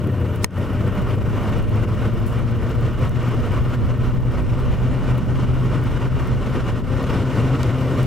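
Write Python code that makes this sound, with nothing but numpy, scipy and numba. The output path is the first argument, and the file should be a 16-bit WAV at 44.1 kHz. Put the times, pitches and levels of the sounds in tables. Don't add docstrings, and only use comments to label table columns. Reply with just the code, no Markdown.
import sys
import numpy as np
from scipy import signal
from scipy.fft import rfft, irfft, next_fast_len
from scipy.io import wavfile
from scipy.ndimage import uniform_filter1d, map_coordinates
from numba import njit

SR = 44100
rng = np.random.default_rng(int(sys.argv[2]) if len(sys.argv) > 2 else 0)


def master(y):
    cut = np.clip(np.atleast_2d(y).T, -1, 1)
    pcm = np.round(cut * 32767)
    wavfile.write(sys.argv[1], SR, pcm.astype(np.int16))


N = 355842

# time_s, level_db
DRAUGHT_LEVEL = [(0, -38), (1.2, -22.5), (6, -21), (6.8, -23), (8.07, -30.5)]
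# freq_hz, relative_db_per_hz
DRAUGHT_SPECTRUM = [(8.8, -15), (15, -1.5), (43, 5.5), (119, 0.5), (245, -10), (900, -45), (1170, -73),
                    (1980, -120)]

# freq_hz, rms_db
HUM_PARTIALS = [(120, -39), (240, -44), (360, -50), (480, -51.5), (600, -47)]
# time_s, gain_db
HUM_NEARNESS = [(0, 3.5), (6.8, -2), (7.1, 0.5), (8.07, 4.5)]

# time_s, speed_turns_per_s
SHAFT_SPEED = [(0, 12.216), (.6, 13.414), (1.5, 15.134), (2.5, 16.403), (3.5, 17.251), (4.5, 17.889),
               (5.5, 18.226), (6.5, 18.451), (8.07, 18.664)]
# start_s, level_db
STRAY_TICKS = [(.0726, -17), (.851, -27), (.9937, -28), (1.5843, -19), (4.4214, -23), (5.1795, -16),
               (5.8394, -18), (6.273, -19), (7.0288, -21), (7.3479, -26), (7.8106, -23.5)]
# start_s, level_db, t60_s, low_edge_hz, high_edge_hz
FULLER_SNAPS = [(.3605, -23, 0.0034, 3000, 20000), (.508, -20, .006, 1500, 5000),
                (2.262, -36, 0.28, 5500, 11000), (3.094, -26, .005, 3000, 12000),
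                (7.6306, -6, 0.015, 1300, 2600), (8.03, -16, 0.02, 5000, 5000)]
TICK_PHASE_TURNS, TICK_JITTER_S = .485, .0015
TICK_DB, TICK_FADE_DB, TICK_SCATTER_DB = -22.5, 13, 2

# freq_hz, level_db, t60_s, left_lead_rad
PLASTIC_MODES = [(420, -11, 0.03, .3), (1005, -10, 0.018, .3), (1180, -14, .014, .3), (1400, -14, .01, .5),
                 (2120, 1, 0.006, .8), (3050, -9, .006, 1.6), (3570, -2, .006, 2.8), (4200, -5, 0.006, 1.2),
                 (4600, -7, .005, 2.6), (5350, -4, 0.007, .7), (6450, 1, 0.005, .1), (7700, -6, .004, .2),
                 (8500, -1, 0.004, .3), (10300, -5, .003, .8), (14000, -5, .003, .8)]
SWITCH_S, SWITCH_GAIN_DB = .4443, -3.5
HISS_RISE_S, HISS_RISE_DB = 0.032, -30
JOLT_DB, JOLT_DECAY_S, JOLT_RIGHT_SHARE = -4, .014, -.6

# time_s, fundamental_db, octave_db
BLADE_TONE = [(0, -26, -35), (2, -25.5, -35.5), (4, -24.5, -39), (6, -27, -37), (6.8, -32.5, -39),
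              (7.1, -25, -32.5), (8.07, -24, -32.5)]
BLADE_COUNT = 7

# time_s, level_db
AIR_LEVEL = [(0, -40), (.4, -37.5), (.6, -37), (.9, -36.5), (1.5, -33.5), (2.3, -37), (3.3, -33),
             (4.3, -38), (5.2, -36.5), (6, -35.5), (6.6, -34.5), (7.2, -32), (8.07, -34)]
# start_s, depth_db
AIR_DIPS = [(1.01, 3), (1.15, 5), (1.23, 3), (1.59, 6.5), (1.65, 2), (1.84, 4), (2.1, 2.5), (2.42, 4),
            (2.52, 4), (2.73, 4), (2.88, 4), (2.94, 4), (3.079, 7.5), (3.33, 2.5), (3.59, 5.5), (3.75, 4.5),
            (3.9, 3.5), (4.09, 3.5), (4.16, 4), (4.22, 1.5), (4.41, 3), (5.2, 4.5), (5.43, 3.5),
            (6.07, 5.5), (6.33, 4.5), (6.61, 4), (6.702, 4), (6.801, 9.5), (6.84, 0), (7.22, 4),
            (7.41, 3.5), (7.7, 4)]
DIP_FALL_S, DIP_RECOVER_S = 0.027, 0.072
# centre_s, rise_db, sigma_s
AIR_SURGES = [(.99, 2.5, .018), (1.1, 2.5, 0.029), (1.47, 1, 0.012), (2.05, 2, 0.016), (2.4, 3, 0.012),
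              (3.03, 5, 0.03), (3.28, 1.5, 0.014), (3.58, 1, 0.016), (3.74, 3, 0.018), (4.07, 2, 0.015),
              (4.32, 4.5, 0.012), (4.39, 1, 0.013), (4.72, 3, 0.01), (5.1, 3.5, 0.017), (5.42, 2.5, 0.018),
              (5.538, 1.5, 0.0034), (5.74, 3, 0.012), (6.2, 2.5, 0.019), (6.47, 3, .015), (6.68, 5, 0.019),
              (7.15, 2, 0.02), (7.385, 3, 0.022), (7.99, 3.5, 0.013)]
# time_s, low_air_db, fizz_db, hub_hiss_db
AIR_BALANCE = [(0, 14.5, -17.5, -19.5), (2, 11.5, -15.5, -22.5), (6.8, 11.5, -14.5, -24),
               (7.1, 11, -14, -23), (8.07, 12, -13.5, -21)]
# freq_hz, relative_db_per_hz
LOW_SPECTRUM = [(35, -41), (60, -10.5), (121, 0), (156, -10), (243, -11.5), (404, -17), (486, -15.5),
                (800, -37.5), (1040, -58), (1760, -120)]
# freq_hz, relative_db_per_hz
BODY_SPECTRUM = [(320, -18.5), (550, -2.5), (799, -8.5), (1020, -4.5), (1480, -6), (1670, -13.5),
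                 (1850, -15), (2580, -12.5), (2850, -11.5), (4000, -38.5), (5200, -72), (8800, -120)]
# freq_hz, relative_db_per_hz
FIZZ_SPECTRUM = [(2060, -13.5), (3500, 0.5), (4470, -5), (5490, -6), (10500, -16), (13600, -39),
                 (22000, -120)]
# freq_hz, relative_db_per_hz
HUB_SPECTRUM = [(5880, -9), (10000, -7), (10600, -10), (12000, -2), (13000, -5), (14300, -2.5), (15400, -7),
                (15900, -16), (16300, -22)]
# freq_hz, correlation
AIR_LIKENESS = [(200, .95), (450, .96), (740, .982), (1220, .992), (1600, .98), (2010, .9), (3330, .87),
                (4800, .88), (6000, .7), (9080, .35), (15000, -.03)]

# freq_hz, left_over_right_db
FAN_LEAN = [(60, 5), (180, 1.5), (550, 1), (1650, 0), (4970, 0.5), (15000, 0)]
# centre_hz, width_hz, gain_db
PORT_CAVITIES = [(1663, 43, -6.5), (1847, 67, 7.5), (2597, 290, -6.5), (2820, 180, 0.5), (5370, 230, 2.5),
                 (5940, 220, 0.5), (6940, 1150, 0.5), (8100, 700, 1.5), (11700, 480, 1), (14000, 980, -2)]
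DUCK_THRESHOLD_DB, DUCK_SLOPE = -7, .72
DUCK_HOLD_S, DUCK_RELEASE_DB_PER_S, DUCK_ATTACK_S = .048, 200, .0068
CLIP_CEILING, TOP_HZ = .51, 15900


def amp(db):
    return 10 ** (np.asarray(db) / 20)


def unit(x):
    return x / np.sqrt(np.mean(x ** 2) + 1e-20)


def along(points, hz):
    point_hz, value = np.transpose(points)
    return np.interp(np.log(hz + 1), np.log(point_hz + 1), value)


def curves(rows):
    time_s, *columns = np.transpose(rows)
    return [np.interp(np.arange(N) / SR, time_s, column) for column in columns]


def wobble(rate_hz):
    knots = rng.standard_normal(int(N * rate_hz / SR) + 4)
    return map_coordinates(knots, [np.arange(N) * rate_hz / SR])


def filtered(x, response):
    size = next_fast_len(N + SR // 2)
    return irfft(rfft(x, size) * response(np.fft.rfftfreq(size, 1 / SR)), size)[..., :N]


def rush(spectrum, likeness, patchy_db):
    bins = signal.stft(rng.standard_normal((2, N)), nperseg=512)[2]
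    patches = uniform_filter1d(rng.standard_normal(bins.shape[1:]), size=6, axis=0)
    patches = uniform_filter1d(patches, size=8, axis=1)
    pair = signal.istft(bins * amp(patchy_db * unit(patches)), nperseg=512)[1][:, :N]

    def mid_side(hz):
        angle = np.arccos(np.clip(along(likeness, hz), -1, 1)) / 2
        return amp(along(spectrum, hz)) * [np.cos(angle), np.sin(angle)]

    mid, side = filtered(pair, mid_side)
    return unit(np.array([mid + side, mid - side]))


def snaps(rows, lo_hz, hi_hz, apart):
    t = np.arange(SR // 10) / SR
    out = np.zeros((2, N + len(t)))
    for start_s, db, t60_s in rows:
        common = np.sign(rng.standard_normal(len(t)))
        own = rng.standard_normal((2, len(t)))
        envelope = amp(db - 60 * t / t60_s) * (1 - np.exp(-t / 0.00031))
        out[:, round(start_s * SR):][:, :len(t)] += envelope * (common + apart * own)

    def band(hz):
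        highpass = (1j * hz / lo_hz / (1 + 1j * hz / lo_hz)) ** 4
        return highpass / (1 + 1j * hz / hi_hz) ** 2

    return filtered(out, band)


def shaft_turns():
    return np.cumsum(curves(SHAFT_SPEED)[0]) / SR


def flow_db():
    t = np.arange(N) / SR
    level_db = curves(AIR_LEVEL)[0]
    for centre_s, rise_db, sigma_s in AIR_SURGES:
        level_db = level_db + rise_db * np.exp(-.5 * ((t - centre_s) / sigma_s) ** 2)
    for start_s, depth_db in AIR_DIPS:
        fall = np.clip((t - start_s) / DIP_FALL_S, 0, 1)
        recovery = np.exp(-np.clip(t - start_s - DIP_FALL_S, 0, None) / DIP_RECOVER_S)
        level_db = level_db - depth_db * fall * recovery
    return level_db


def draught():
    level_db, = curves(DRAUGHT_LEVEL)
    air_db = flow_db()
    lumps_db = 1.8 * np.array([wobble(14), wobble(12)]) - 0.24 * (air_db - air_db.mean())
    noise = rush(DRAUGHT_SPECTRUM, [(30, 0.078)], patchy_db=0.16)
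    return amp(level_db) * unit(amp(lumps_db) * noise)


def fuller_snaps():
    return sum(snaps([(start_s, db, t60_s)], lo_hz=lo_hz, hi_hz=hi_hz, apart=0.67)
               for start_s, db, t60_s, lo_hz, hi_hz in FULLER_SNAPS)


def ticks():
    turns, (speed,) = shaft_turns(), curves(SHAFT_SPEED)
    at = np.searchsorted(turns, np.arange(TICK_PHASE_TURNS, turns[-1] - 1))
    late, size = rng.standard_normal((len(at), 2)).T
    speed_up = (speed[at] - speed[0]) / np.ptp(speed)
    level_db = TICK_DB - TICK_FADE_DB * speed_up ** 6 + TICK_SCATTER_DB * size
    rows = [*zip(at / SR + TICK_JITTER_S * late, level_db), *STRAY_TICKS]
    return snaps([(s, db, .007) for s, db in rows], lo_hz=12000, hi_hz=16000, apart=0.66)


def switch():
    t = np.arange(N) / SR - SWITCH_S
    after = np.clip(t, 0, .1)
    half = np.array([[.5], [-.5]])
    ring = sum(amp(db - 60 * after / t60_s) * np.sin(2 * np.pi * hz * after + lead_rad * half)
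               for hz, db, t60_s, lead_rad in PLASTIC_MODES)
    push = np.exp(-after / JOLT_DECAY_S) * (1 - np.exp(-after / .002))
    jolt = -amp(JOLT_DB) * push * np.array([[1], [JOLT_RIGHT_SHARE]])
    hiss_rise = np.clip(1 + t / HISS_RISE_S, 0, 1) ** 1.5 * (t < 0)
    hiss_spectrum = [(1500, -26), (3500, 2), (9000, -6), (15000, -10)]  # freq_hz, relative_db_per_hz
    hiss = amp(HISS_RISE_DB) * hiss_rise * rush(hiss_spectrum, [(3000, .3)], patchy_db=6.0)
    bursts = [(SWITCH_S - .0012, -14, .004),
              (SWITCH_S, 4, .003),
              (SWITCH_S, -18, .035),
              (SWITCH_S + 0.016, -31, .03)]
    crack = snaps(bursts, lo_hz=890, hi_hz=9000, apart=1.0)
    return amp(SWITCH_GAIN_DB) * (hiss + (ring + jolt) * (t > 0) + crack)


def motor():
    t, (near_db,) = np.arange(N) / SR, curves(HUM_NEARNESS)
    hum = 0
    for hz, db in HUM_PARTIALS:
        level = np.sqrt(2) * amp(db + near_db + 0.55 * wobble(11))
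        hum = hum + level * np.sin(2 * np.pi * hz * t + 0.1 * wobble(5))
    return hum


def blades():
    tone_db, octave_db = curves(BLADE_TONE)
    phase = 2 * np.pi * BLADE_COUNT * shaft_turns() + 0.34 * wobble(30)
    orders = [(1, tone_db), (2, octave_db), (3, octave_db - 6.0), (4, octave_db - 10)]
    return sum(np.sqrt(2) * amp(db + 2.4 * wobble(30)) * np.cos(k * phase) for k, db in orders)


def air():
    low_db, fizz_db, hub_db = curves(AIR_BALANCE)
    air_db = flow_db() + 0.2 * wobble(12) + 0.26 * wobble(30) + 1.41 * wobble(70)
    swing_db = air_db - air_db.mean()
    low_db = low_db - 0.082 * swing_db + 1.2 * wobble(18)
    low = amp(low_db) * rush(LOW_SPECTRUM, AIR_LIKENESS, patchy_db=1.0)
    body = amp(1.5) * rush(BODY_SPECTRUM, AIR_LIKENESS, patchy_db=0.86)
    fizz = amp(fizz_db) * rush(FIZZ_SPECTRUM, AIR_LIKENESS, patchy_db=1.06)
    hub = amp(hub_db - 0.3 * swing_db) * rush(HUB_SPECTRUM, AIR_LIKENESS, patchy_db=2.5)
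    return amp(air_db) * (low + body + fizz + hub)


def scene():
    fan = motor() + blades() + air()
    sides = filtered(fan, lambda hz: amp(along(FAN_LEAN, hz) * [[.5], [-.5]]))
    return draught() + fuller_snaps() + ticks() + switch() + sides


@njit
def duck(excess_db, hold, release, attack):
    gain, goal, wait, now = np.zeros(len(excess_db)), 0., 0., 0.
    for i in range(len(excess_db)):
        wait -= 1
        if -excess_db[i] <= goal:
            goal, wait = -excess_db[i], hold
        elif wait < 0:
            goal = min(goal + release, 0.)
        now += attack * (goal - now)
        gain[i] = now
    return gain


def cavity(hz, centre_hz, width_hz, gain_db):
    stiffness = centre_hz * centre_hz - hz * hz
    damping = 1j * hz * width_hz
    return (stiffness + damping * amp(gain_db / 2)) / (stiffness + damping / amp(gain_db / 2))


def record(dry):
    x = filtered(dry, lambda hz: np.prod([cavity(hz + 1e-3, *row) for row in PORT_CAVITIES], axis=0))
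    excess_db = 20 * np.log10(np.abs(x).max(axis=0) + 1e-9) - DUCK_THRESHOLD_DB
    gain_db = duck(DUCK_SLOPE * excess_db, DUCK_HOLD_S * SR, DUCK_RELEASE_DB_PER_S / SR,
                   1 / (DUCK_ATTACK_S * SR))
    x = x * amp(gain_db)
    x = x / (1 + np.abs(x / CLIP_CEILING) ** 6) ** (1 / 6)
    return filtered(x, lambda hz: 1 / (1 + (hz / TOP_HZ) ** 400))


dry = scene()
out = record(dry)
master(out)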